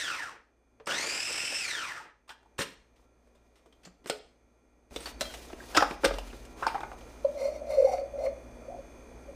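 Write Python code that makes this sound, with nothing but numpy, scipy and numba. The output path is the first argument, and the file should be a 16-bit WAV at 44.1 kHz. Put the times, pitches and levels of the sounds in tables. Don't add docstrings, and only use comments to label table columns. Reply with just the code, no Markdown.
import sys
import numpy as np
from scipy import signal
from scipy.fft import rfft, irfft
from scipy.io import wavfile
from scipy.ndimage import uniform_filter1d
from numba import njit

SR = 44100
rng = np.random.default_rng(int(sys.argv[2]) if len(sys.argv) > 2 else 0)


def generate_wav(sig):
    pcm = np.round(np.clip(np.atleast_2d(sig).T, -1, 1) * 32767).astype(np.int16)
    wavfile.write(sys.argv[1], SR, pcm)


def volts(x):
    e = np.asarray(x, float) / 20
    return 10 ** e


N = 412330
T = np.arange(N) / SR
TOP_SPEED_HZ, STEADY_HZ = 2654, 2200
TUMBLE_DB, TUMBLE_HZ = 2.5, 40


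def unit(x):
    return x / np.sqrt(np.mean(np.abs(x) ** 2))


def noise():
    return rng.standard_normal(N)


def columns(spans):
    rows = np.concatenate([np.array(s, float) for s in spans])
    on = sum((T >= s[0][0]) & (T <= s[-1][0]) for s in spans)
    return uniform_filter1d(1. * on, size=128), [np.interp(T, rows[:, 0], c) for c in rows.T[1:]]


def shape_by(x, table):
    hz, db = np.transpose(table)
    f = np.arange(N // 2 + 1) * SR / N + 1
    return irfft(rfft(x) * volts(np.interp(np.log(f), np.log(hz), db)), N)


def colour(x, table):
    return unit(shape_by(x, table))


def band(x, lo_hz, hi_hz):
    return signal.sosfilt(signal.butter(2, [lo_hz, hi_hz], "bandpass", fs=SR, output="sos"), x)


def walk(hz):
    k = max(int(SR / hz), 1)
    return unit(uniform_filter1d(uniform_filter1d(noise(), k), k))


def grit(db):
    size = rng.exponential(size=N // 16 + 1).clip(0, 4)
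    return noise() * volts(db * size.repeat(16)[:N])


@njit
def svf(x, hz, width):
    y, b, l = np.empty(len(x)), 0., 0.
    for i in range(len(x)):
        g, k = np.tan(np.pi * hz[i] / SR), width[i] / hz[i]
        v = (b + g * (x[i] - l)) / (1 + g * (g + k))
        b, l, y[i] = 2 * v - b, l + 2 * g * v, k * v
    return y


def peak(x, hz, width_hz):
    return svf(x, hz + 0 * T, width_hz + 0 * T)


def add(out, s, x):
    i = int(s * SR)
    out[i:i + len(x)] += x[:N - i]


def decay(t, t60):
    return np.exp(-np.log(1000) * t / max(t60, 1e-3))


def kitchen():
    # frequency in Hz, rms level in dB.
    fridge = [(59.2, -55.5), (242.2, -64.5), (1911, -76.5), (2132, -80), (2309, -76.5), (2369, -75),
              (2428, -72.5), (2487, -79), (3435, -81.5), (4619, -84), (6153, -79.5), (6390, -86),
              (6449, -76), (8995, -92.5)]
    # frequency in Hz, width in Hz, level in dB.
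    panels = [(45.6, 8.7, -61.5), (116.3, 9, -66.5), (181, 67, -67.5), (230, 37, -72.5), (1370, 8.8, -73.5),
              (2380, 170, -87.5), (6070, 370, -77), (8700, 640, -79)]
    # frequency in Hz, density in dB per Hz.
    room_air = [(12, -35.5), (20, 0), (58, -3), (182, -23.5), (241, -2.5), (542, -5), (1570, -20.5),
                (2460, -24.5), (2670, -29.5), (3840, -31.5), (6360, -33), (11500, -38.5), (14300, -43.5),
                (16000, -64.5)]
    # middle in seconds, change in dB, half length in seconds.
    ducks = [
        (.5, -5, 0.43),
        (2.135, -7, .35),
        (5.954, -0.5, 0.28),
    ]
    hum = 0
    for hz, db in fridge:
        line = np.sqrt(2) * np.sin(2 * np.pi * (hz * T + rng.random()))
        hum = hum + volts(db + 1.2 * walk(2.7)) * line
    buzz = sum(volts(db) * unit(peak(peak(noise(), hz, w), hz, w)) for hz, w, db in panels)
    gain_db = np.where(T < 4.909, -14.5, 1)
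    for s, db, half in ducks:
        gain_db = gain_db + db * np.clip(1 - np.abs(T - s) / half, 0, 1)
    return (hum + buzz + colour(noise(), room_air) * volts(-53.5)) * volts(gain_db)


def room(x):
    t60, damp_hz = 0.41, 6480
    t = T[:SR // 2]
    hiss = rng.standard_normal(len(t))
    dull = band(hiss, 120, damp_hz)
    tail = (dull + (hiss - dull) * decay(t, t60)) * decay(t, t60) * (t > .004)
    return signal.fftconvolve(x, tail / np.sqrt(np.sum(tail ** 2)))[:N]


def ticks():
    # start in seconds, peak in dB, frequency in Hz.
    clicks = [(5.2097, -21, 5800), (5.7748, -10.5, 1600), (6.7535, -25, 920), (6.632, -26, 1450),
              (5.829, -15, 930), (6.8055, -33, 800), (4.9612, -25, 3500), (2.59, -24, 1130),
              (2.608, -23, 1460), (2.617, -24, 3000), (2.304, -38, 1500)]
    cycles = 1.1
    out, t = np.zeros(N), T[:SR // 100]
    for s, db, hz in clicks:
        add(out, s, -volts(db) * 1.38 * np.sin(2 * np.pi * hz * t) * np.exp(-t * hz / cycles))
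    return out


def tints():
    # start in seconds, frequency in Hz, peak
    # in dB, t60 in seconds.
    parts = [(.859, 5200, -46, .03), (.859, 8200, -46, .03), (2.293, 3140, -47, 0.19),
             (2.303, 1620, -44, .12), (2.59, 1750, -32, 0.078), (2.615, 2930, -39, 0.092),
             (2.615, 4240, -31, 0.049), (3.725, 3260, -56, .05), (3.85, 4600, -44.5, 0.073),
             (3.85, 6000, -45, 0.093), (3.852, 7300, -50, 0.11), (4.098, 8000, -28.5, 0.025),
             (4.1, 5000, -36, 0.071), (4.1, 3100, -32, 0.076), (4.1, 4240, -29.5, 0.075),
             (4.961, 3700, -29.5, 0.042), (5.003, 8700, -40, 0.19), (5.209, 4100, -28, 0.079),
             (5.209, 6900, -34, 0.064), (5.771, 5280, -15, 0.03), (5.771, 7100, -21.5, 0.043),
             (5.8, 5530, -31, 0.13), (5.829, 774, -20, 0.011), (5.83, 1620, -27, 0.024),
             (6.044, 1520, -17.5, 0.016), (6.049, 8500, -26, 0.027), (6.049, 5900, -29, 0.058),
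             (6.186, 5100, -44, 0.037), (6.632, 1330, -26.5, 0.032), (6.667, 5500, -31, .03),
             (6.668, 4620, -33, 0.058), (6.675, 2290, -32, 0.07), (6.753, 814, -25, 0.036),
             (6.755, 2220, -45, .12), (6.832, 2210, -46, .08), (7.247, 1000, -38.5, 0.014),
             (7.249, 4300, -48, 0.023), (7.982, 2170, -41.5, .03), (8.262, 2180, -38, 0.046),
             (5.7745, 2690, -18, .012), (5.805, 1750, -24, 0.038), (6.645, 1150, -45, 0.09),
             (6.7, 1880, -45, 0.14), (6.765, 1590, -52, 0.066), (6.806, 3400, -48, .04),
             (6.835, 1390, -39, 0.046), (.875, 1440, -29.5, 0.25), (.872, 584, -36, .06),
             (.905, 2850, -24, 0.096), (2.318, 5500, -55, .03), (4.068, 8800, -50, 0.042),
             (5.772, 1380, -17.5, 0.05), (6.3, 2600, -47.5, .05), (6.186, 2830, -33, 0.022),
            (5.6, 1700, -38, .03), (2.592, 201, -37.5, 0.045), (4.105, 1404, -34.5, .06),
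            (4.105, 2160, -38, .05), (2, 890, -43, .05), (6.832, 2200, -41, 0.046), (6.813, 2400, -44, .03),
            (6.918, 2200, -53, .03), (5.3, 1600, -45, .06), (5.3, 3000, -47, 0.092),
            (5.34, 2930, -48, 0.084), (6.625, 2700, -43, .02), (5.909, 2450, -37, .015),
            (6.627, 1350, -28, .04), (5.765, 3200, -27, .02), (5.749, 2950, -31, 0.062),
            (5.749, 1600, -27, .05), (5.53, 2740, -48, .02)]
    spread = 0.07
    out, t = np.zeros(N), T[:SR // 5]
    for s, hz, db, t60 in parts:
        shake = rng.standard_normal(len(t))
        ring = band(shake * decay(t, t60), hz * (1 - spread), hz * (1 + spread))
        add(out, s, volts(db) * ring / np.abs(ring).max())
    return out


def slides():
    # start in seconds, length in seconds, hiss in dB, pressure in dB, swell over the stroke in dB.
    strokes = [
        (2.948, 0.13, -76.5, 0, -4),
        (3.203, 0.67, -86.5, -0.5, 3),
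        (4.898, 0.23, -58.5, -9, 11.5),
        (5.19, 0.36, -47.5, -11, -12.5),
        (5.512, 0.32, -66, -1, 20),
        (5.77, 0.2, -52.5, 0, -6.5),
        (6.001, 0.56, -51, -26, -18),
        (6.558, 0.41, -54.5, 5.5, -14.5),
        (6.95, 0.51, -65.5, 0, -1.5),
    ]
    # frequency in Hz, density in dB per Hz.
    skin = [(760, -21), (1300, -32), (1570, 1), (1860, 8), (4040, 10), (4440, 8.5), (4830, 9.5), (10100, 3),
            (14100, -2.5), (16000, 0)]
    flicker_db, flicker_hz = 1.8, 60
    grip_s = 0.034
    hiss = colour(grit(0.7), skin) * volts(flicker_db * walk(flicker_hz))
    rumble = unit(band(grit(4.8), 270, 1300)) * volts(2 * flicker_db * walk(flicker_hz))
    out = 0
    for s, length, db, press_db, swell_db in strokes:
        held = np.clip(np.minimum(T - s, s + length - T) / grip_s, 0, 1)
        stroke = held * volts(db + swell_db * np.clip((T - s) / length, 0, 1))
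        out = out + stroke * (hiss + volts(press_db) * rumble)
    return out


def blows(events, rise_s, crack_db):
    # frequency in Hz, level in dB (halved in the mix), t60 in seconds (not used
    bowl = [(1359, -11.5, 0.15), (1830, 5, 0.67), (2284, -23, 0.19), (2590, -17, 0.11), (3230, -6, 0.1),
            (3340, -24, 0.2), (4010, -23.5, 0.13), (5000, 25, 0.23), (5360, 31.5, 0.2), (6800, -46, 5.0),
            (7040, -50.5, 0.32), (7700, -30.5, 0.11), (6900, -30, 5.0), (8330, -24, 0.064)]
    ring_t60, mode_t60 = .017, .004
    mode_share, scatter_db = .35, 2.5
    out, t = np.zeros(N), T[:SR // 8]

    def top(x):
        return x / np.abs(signal.hilbert(x)).max()

    for s, db, hz, hard_db, t60 in events:
        mix, blow, hiss = [rng.standard_normal(n) for n in (len(bowl), len(t), len(t))]
        shape = (1 - np.exp(-(t / rise_s) ** 2)) * decay(t, t60)
        modes = 0
        for (f, level_db, _), m in zip(bowl, mix):
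            modes = modes + volts(level_db / 2 + scatter_db * m) * np.sin(2 * np.pi * f * (1 + 0.044 * m) * t)
        modes = modes * decay(t, mode_t60)
        ring = np.sin(2 * np.pi * hz * t) * decay(t, ring_t60)
        low = top(signal.fftconvolve(blow * shape, ring)[:len(t)])
        low = low + 0.68 * top(band(hiss * shape, 0.92 * hz, 1596))
        mid = mode_share * top(signal.fftconvolve(blow * shape, modes)[:len(t)])
        mid = mid + top(band(hiss * shape, 1030, 4260))
        crack = volts(crack_db) * top(band(hiss * shape, 4300, 19500))
        add(out, s - rise_s / 2, volts(db) * (low + volts(hard_db) * (mid + crack)))
    return out


def knocks():
    # start in seconds, ring peak in dB, ring in Hz, hardness in dB, t60 in seconds.
    lid_snaps = [(0.799, -40, 470, -31, 0.062), (0.871, -30, 1330, 1.5, 0.017),
                 (2.292, -45.5, 900, 10.5, 0.063), (2.43, -58, 910, -3, .039), (2.458, -55, 895, -11, .053),
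                 (2.59, -24.5, 453, 2, 0.14), (2.609, -42, 270, 19.5, .045), (3.556, -61, 732, 7, 0.25),
                 (3.659, -46.5, 440, -8, 0.071), (3.725, -52, 234, -1, .06), (3.853, -50, 695, 8.5, 0.067),
                 (4.059, -28, 428, -9, 0.03), (4.098, -16.5, 416, 1, 0.025)]
    bowl_snaps = [
        (4.961, -25, 466, -0.5, 0.046),
        (5.057, -46, 810, 17, 0.16),
        (5.209, -22.5, 620, 8, 0.067),
        (5.339, -36, 675, 6, 0.065),
        (5.909, -22.5, 325, -10.5, 0.062),
        (6.043, -9.5, 533, -10, 0.11),
        (6.184, -27.5, 714, -1.5, 0.038),
        (6.451, -50.5, 355, 11, 0.051),
        (6.985, -52, 250, 4, 0.055),
    ]
    lifts = [(6.607, -42, 730, -1, 0.04), (6.624, -21.5, 1000, -26, 0.044), (6.631, -27.5, 1410, -16, 0.19),
             (6.666, -12.5, 863, -19, 0.036), (6.675, -43.5, 954, 12, 0.18),
             (6.744, -23.5, 780, -20, 0.064), (6.752, -29, 750, -25, 0.087), (6.779, -31, 970, -18, 0.025),
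             (6.805, -30, 900, -8.5, 0.035), (6.831, -22.5, 895, -23, 0.045),
             (6.916, -29.5, 784, -26, 0.02), (6.93, -36, 700, -14, 0.044)]
    slips = [(.859, -75, 900, 27, .06), (1.044, -36, 450, -20, 0.26), (1.304, -32, 490, -15, 0.035),
             (2.278, -55, 1140, 5, 0.077), (2.302, -41.5, 910, -0.5, 0.11), (2.582, -44, 400, 16, 0.12),
             (2.599, -27.5, 416, 2.5, 0.14), (2.617, -54, 462, 32.5, 0.071), (2.625, -39, 208, 3, 0.41),
             (2.959, -59, 248, 1, .081), (3.27, -55, 500, -9, .083), (3.35, -57, 500, -2, .12),
             (3.832, -49.5, 236, 2, 0.21), (3.87, -39.5, 222, -14, 0.058), (4.042, -47, 300, -3, 0.056),
             (4.068, -43, 400, 9.5, 0.39)]
    thuds = [(5.003, -36.5, 339, -3, 0.068), (5.253, -36, 253, 4, 0.021), (5.301, -45, 1520, 4, .06),
             (5.5, -37, 620, -9, 0.064), (5.53, -27.5, 302, -19, 0.022), (5.747, -21, 730, 1, 0.21),
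             (5.766, -12.5, 740, 0.5, 0.035), (5.772, -11, 1370, 0.5, 0.05), (5.804, -20, 740, -5, 0.041),
             (5.822, -21.5, 1270, -3, 0.068), (5.824, -9, 763, -36, 0.0089), (5.849, -44, 720, -17, 0.036),
             (6.034, -19, 520, -30, 0.053), (6.048, -23, 520, 12.5, 0.026), (6.056, -15, 484, -1.5, 0.023),
             (6.077, -38, 553, 13, 0.053), (6.108, -21.5, 494, -27, 0.034), (6.138, -30, 566, -2, 0.037),
             (6.27, -38, 334, -16, 0.054), (6.329, -33.5, 340, -16, 0.048),
             (7.008, -44.5, 540, -1.5, 0.047), (7.979, -35, 544, -13, 0.029), (8.268, -32, 560, -27, 0.025),
             (1.432, -33.5, 486, -15, 0.043), (1.522, -35, 575, -15, 0.031), (1.072, -33, 448, -19, 0.033)]
    # frequency in Hz, gain in dB.
    plastic = [(100, -7), (200, -3), (9000, -0.5), (10000, -13.5), (13000, -13.5), (15500, -22.5)]
    # frequency in Hz, peak in dB, t60 in seconds.
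    rings = [(108.4, -9, 0.023), (61, -43, 0.26), (181, -39.5, 0.13), (424, -34, 0.31), (4520, -33, 0.069),
             (48.3, -44, 0.77), (3220, -41.5, 0.17), (103, -19.5, 0.063), (300, -12.5, 0.069),
             (44.8, -39, 0.86), (44.6, -28.5, 1.0)]
    ring_starts = [2.589, 2.59, 3.865, 4.1, 5.058, 5.1, 5.255, 5.771, 5.772, 5.78, 6.05]
    snap_rise_s, lift_rise_s, knock_rise_s = 0.00022, .0015, .004
    out = blows(lid_snaps, snap_rise_s, crack_db=1.5)
    out = out + blows(bowl_snaps, snap_rise_s, crack_db=2.0)
    out = out + blows(lifts, lift_rise_s, crack_db=2.5)
    out = out + blows(slips, knock_rise_s, crack_db=2.0)
    out = out + blows(thuds, knock_rise_s, crack_db=-3.0)
    out = shape_by(band(out, 210, 18000), plastic)
    t = T[:SR]
    for s, (hz, db, t60) in zip(ring_starts, rings):
        add(out, s, volts(db) * np.sin(2 * np.pi * hz * t) * decay(t, t60) * (1 - np.exp(-t * hz / 2)))
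    return out


def trapped_air(slip, air_db, hz):
    # middle in seconds, half length in seconds, level in dB, top in Hz.
    whistles = [
        (7.911, 0.049, -40, 754),
        (8.222, 0.017, -53, 718),
        (8.73, 0.028, -44, 695),
    ]
    width_hz, rest_hz = 85, 651

    def cavity(hz):
        narrow = peak(noise() * slip, hz, width_hz)
        return unit(peak(peak(narrow, hz, 2 * width_hz), hz, 2 * width_hz))

    upper, upper_hz = volts(air_db - 17.5), rest_hz
    for s, half, db, top_hz in whistles:
        arch = np.clip(1 - ((T - s) / (2 * half)) ** 2, 0, 1) ** 2
        upper = upper + arch * volts(db)
        upper_hz = upper_hz + arch * (top_hz - rest_hz)
    lower = volts(np.minimum(air_db - 10.0, -33))
    return cavity(hz) * lower + cavity(upper_hz) * upper


def blade_squeak(slip, air_db):
    # frequency in Hz, width in Hz, level in dB.
    squeaks = [(1000, 400, 12.5), (2104, 114, 11), (4630, 1100, 2.5), (5740, 28, 4), (7300, 200, -4),
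               (8970, 350, -7), (3700, 120, -3), (10000, 200, -30), (11500, 300, -27)]
    pulls = [
        7.28,
        7.6,
        8.09,
    ]
    grip_s, free_s = .12, 8.02
    rub = noise() * slip
    since = np.min([np.where(T >= s, T - s, 1) for s in pulls], axis=0)
    glide_hz = 4100 + 990 * np.minimum(since, .4)
    body = sum(volts(db) * unit(peak(rub, f, w)) for f, w, db in squeaks)
    squeak = unit(body + 2.4 * unit(peak(rub, glide_hz, 70)))
    return squeak * volts(air_db - 23 - 8.5 * (T > free_s)) * np.minimum(since / grip_s, 1) ** 2


def hub():
    # time in seconds, drag in dB, cavity in Hz.
    drag = [
        [(7.29, -58, 593), (7.385, -26, 580), (7.47, -23.5, 544), (7.57, -35.5, 587), (7.714, -21.5, 581),
         (7.95, -29.5, 544), (8.082, -47, 523), (8.26, -17, 588), (8.308, -45, 534)],
        [(8.312, -44, 534), (8.52, -48, 554), (8.69, -39, 508), (8.73, -72, 583), (8.796, -33.5, 540),
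         (8.864, -64, 500), (9.256, -51, 560), (9.296, -42, 563), (9.34, -63, 556)],
    ]
    # time in seconds, peak in dB, frequency in Hz.
    pops = [(7.249, -14.5, 567), (7.2659, -27, 571), (7.36, -38, 565), (7.411, -30, 529), (7.454, -23, 581),
            (7.484, -22.5, 580), (7.618, -27.5, 608), (7.706, -29, 615), (7.749, -31, 618),
            (7.784, -15.5, 544), (7.801, -12.5, 546), (7.824, -15, 540), (7.847, -13, 538),
            (7.864, -25.5, 520), (8.016, -27.5, 538), (8.057, -36, 586), (8.159, -30, 560),
            (8.221, -46, 543), (8.25, -25, 546), (8.269, -21.5, 549), (8.684, -32.5, 560),
            (9.288, -40, 562), (7.373, -34, 585), (7.391, -37, 560), (7.428, -31, 568), (7.502, -38, 580),
            (7.691, -33, 610), (7.722, -29, 587), (7.735, -25, 590), (7.773, -20, 547), (7.879, -40, 554),
            (7.811, -21, 541), (7.834, -19, 535), (7.872, -28, 788), (7.89, -32, 780), (7.923, -30, 575),
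            (7.938, -30, 567), (7.986, -26.5, 555), (8.035, -31, 573), (8.14, -31.5, 562),
            (8.185, -38, 550), (8.208, -32, 614), (8.285, -29.5, 550)]
    pop_s = .009
    on, (air_db, hz) = columns(drag)
    slip = volts(2.5 * walk(60))
    out = on * (trapped_air(slip, air_db, hz) + blade_squeak(slip, air_db))
    t = T[:SR // 20]
    swell = ((t / pop_s) * np.exp(1 - t / pop_s)) ** 4
    for s, db, pop_hz in pops:
        add(out, s - pop_s * .6, volts(db) * np.sin(2 * np.pi * pop_hz * t) * swell)
    return out


def motor_speed():
    # on in seconds, off in seconds, level in dB.
    presses = [
        (-1.0, -0.102, 1),
        (0.869, 1.607, 0),
    ]
    jump_hz, spin_up_s = 1150, .13
    coast_s, friction_hz, stop_hz = .7, 2200, 90
    bite_s, engage_s = 0.18, .03
    hz, on, bite, grip, coast = stop_hz + 0 * T, 0, 0, 0, 0
    for on_s, off_s, db in presses:
        held_s = np.clip(T, on_s, off_s) - on_s
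        rise = TOP_SPEED_HZ - (TOP_SPEED_HZ - jump_hz) * np.exp(-held_s / spin_up_s)
        speed = (rise + friction_hz) * np.exp(-np.maximum(T - off_s, 0) / coast_s) - friction_hz
        runs = (T >= on_s) & (speed > stop_hz)
        hz = np.where(runs, speed, hz)
        on = on + volts(db) * uniform_filter1d(1. * runs, size=128)
        bite = bite + runs * np.exp(-np.abs(T - on_s) / bite_s)
        grip = grip + runs * (1 - np.exp(-((T - on_s) / engage_s) ** 2))
        coast = coast + runs * np.clip((T - off_s) / 0.093, 0, 1)
    return hz, on, bite, grip, coast


def gear_whine(hz, turn, blade, coast):
    # multiple of the tooth rate, line in dB, smear in dB, sidebands in dB, blur as a factor.
    teeth = [(1, -7.5, -3, -11, 1), (2, -6.5, -1.5, -14, 0.83), (3, -27, -1.5, -16, 1.3),
             (4, -72.5, -5.5, -49, 1.3), (5, -74, -5.5, -61, 2)]
    pinion, smear_width, slack_hz = 6.7, 0.049, 95
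    muffled_hz, radiates_hz = 9100, 1250
    steady = np.minimum(hz / STEADY_HZ, 1)
    kick = np.exp(5 * (np.cos(blade) - 1)) * (1 + 0.36 * walk(40)) * steady

    def wander():
        return unit(0.63 + walk(50) + 1j * walk(50))

    whine = 0
    for k, line_db, smear_db, side_db, blur in teeth:
        rotor = wander() * np.exp(1j * turn / pinion) + wander() * np.exp(-1j * turn / pinion)
        tone = volts(line_db) * wander() + volts(side_db) * rotor
        line = np.sqrt(2) * np.real(tone * np.exp(1j * k * turn)) * steady
        width = 2 * (smear_width * k * hz + slack_hz) * blur
        smear = svf(svf(noise(), k * hz, width), k * hz, width) / np.sqrt(width * np.pi / 2 / SR)
        smear = volts(smear_db) * smear * steady ** max(k - 2, 0)
        smear = smear * volts(-5 * coast * (k == 3))
        muffle = 1 / np.sqrt(1 + (k * hz / muffled_hz) ** 16)
        radiated = np.minimum(k * hz / radiates_hz, 1) ** 2
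        whine = whine + (line + smear) * volts(7 * kick / k ** 2) * muffle * radiated
    return unit(whine)


def motor():
    # frequency in Hz, width in Hz, gain in dB.
    housing = [(1410, 87, 8), (1750, 157, 6), (2860, 400, 0), (4530, 230, 0), (5900, 120, 5.5)]
    # frequency in Hz, density in dB per Hz.
    clatter_colour = [(500, -25.5), (900, -37), (1400, -9), (2600, -2), (4100, -8.5), (5200, -4),
                      (6600, -11), (8800, -10), (9800, -20.5), (11500, -26), (13500, -21.5), (14800, -35),
                      (16000, -48)]
    hz, on, bite, grip, coast = motor_speed()
    slow = TOP_SPEED_HZ / hz - 1
    turn = 2 * np.pi * np.cumsum(hz) / SR
    blade = (turn - turn[int(1.3305 * SR)]) / 65.0
    whine = gear_whine(hz, turn, blade, coast) * grip * volts(-46 - 2.0 * slow + 1.5 * bite)
    clatter = colour(grit(2), clatter_colour) * volts(-41.5 - 4 * slow + 6.5 * bite)
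    gears = whine + clatter
    gears = gears + sum((volts(db) - 1) * peak(gears, f, w) for f, w, db in housing)
    throb = volts(0.8 * np.cos(blade) + 1.0 * walk(150))
    food_db = -51 - 1 * slow + 15.5 * bite + TUMBLE_DB * walk(TUMBLE_HZ)
    food = unit(band(grit(3.0), 230, 1700)) * volts(food_db)
    rattle_db = -51 - 1.0 * slow + TUMBLE_DB * walk(TUMBLE_HZ)
    rattle = coast * unit(band(grit(2.3), 1150, 1970)) * volts(rattle_db)
    counter = volts(-66.5 - 1.2 * slow) * unit(band(noise(), 75, 150))
    return on * (gears * throb + food + rattle + counter)


def scene():
    # frequency in Hz, level in dB.
    apart = [(30, -39), (60, -40), (125, -30), (300, -33), (600, -45), (1200, -39), (2500, -34),
             (5000, -33), (9000, -30), (14000, -20)]
    near = motor() + knocks() + slides() + hub() + tints() + ticks()
    mid = near + volts(-11.5) * room(near) + kitchen()
    side = volts(7) * shape_by(mid * walk(30), apart)
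    return np.array([mid + side, mid - side])


def top_cut(x):
    return signal.sosfilt(signal.butter(12, 16470, fs=SR, output="sos"), x)


def record(dry):
    low_pass = signal.ellip(8, .2, 60, 15300, fs=SR, output="sos")
    mix = signal.sosfilt(low_pass, dry)
    return top_cut(mix)


dry = scene()
out = record(dry)
generate_wav(out)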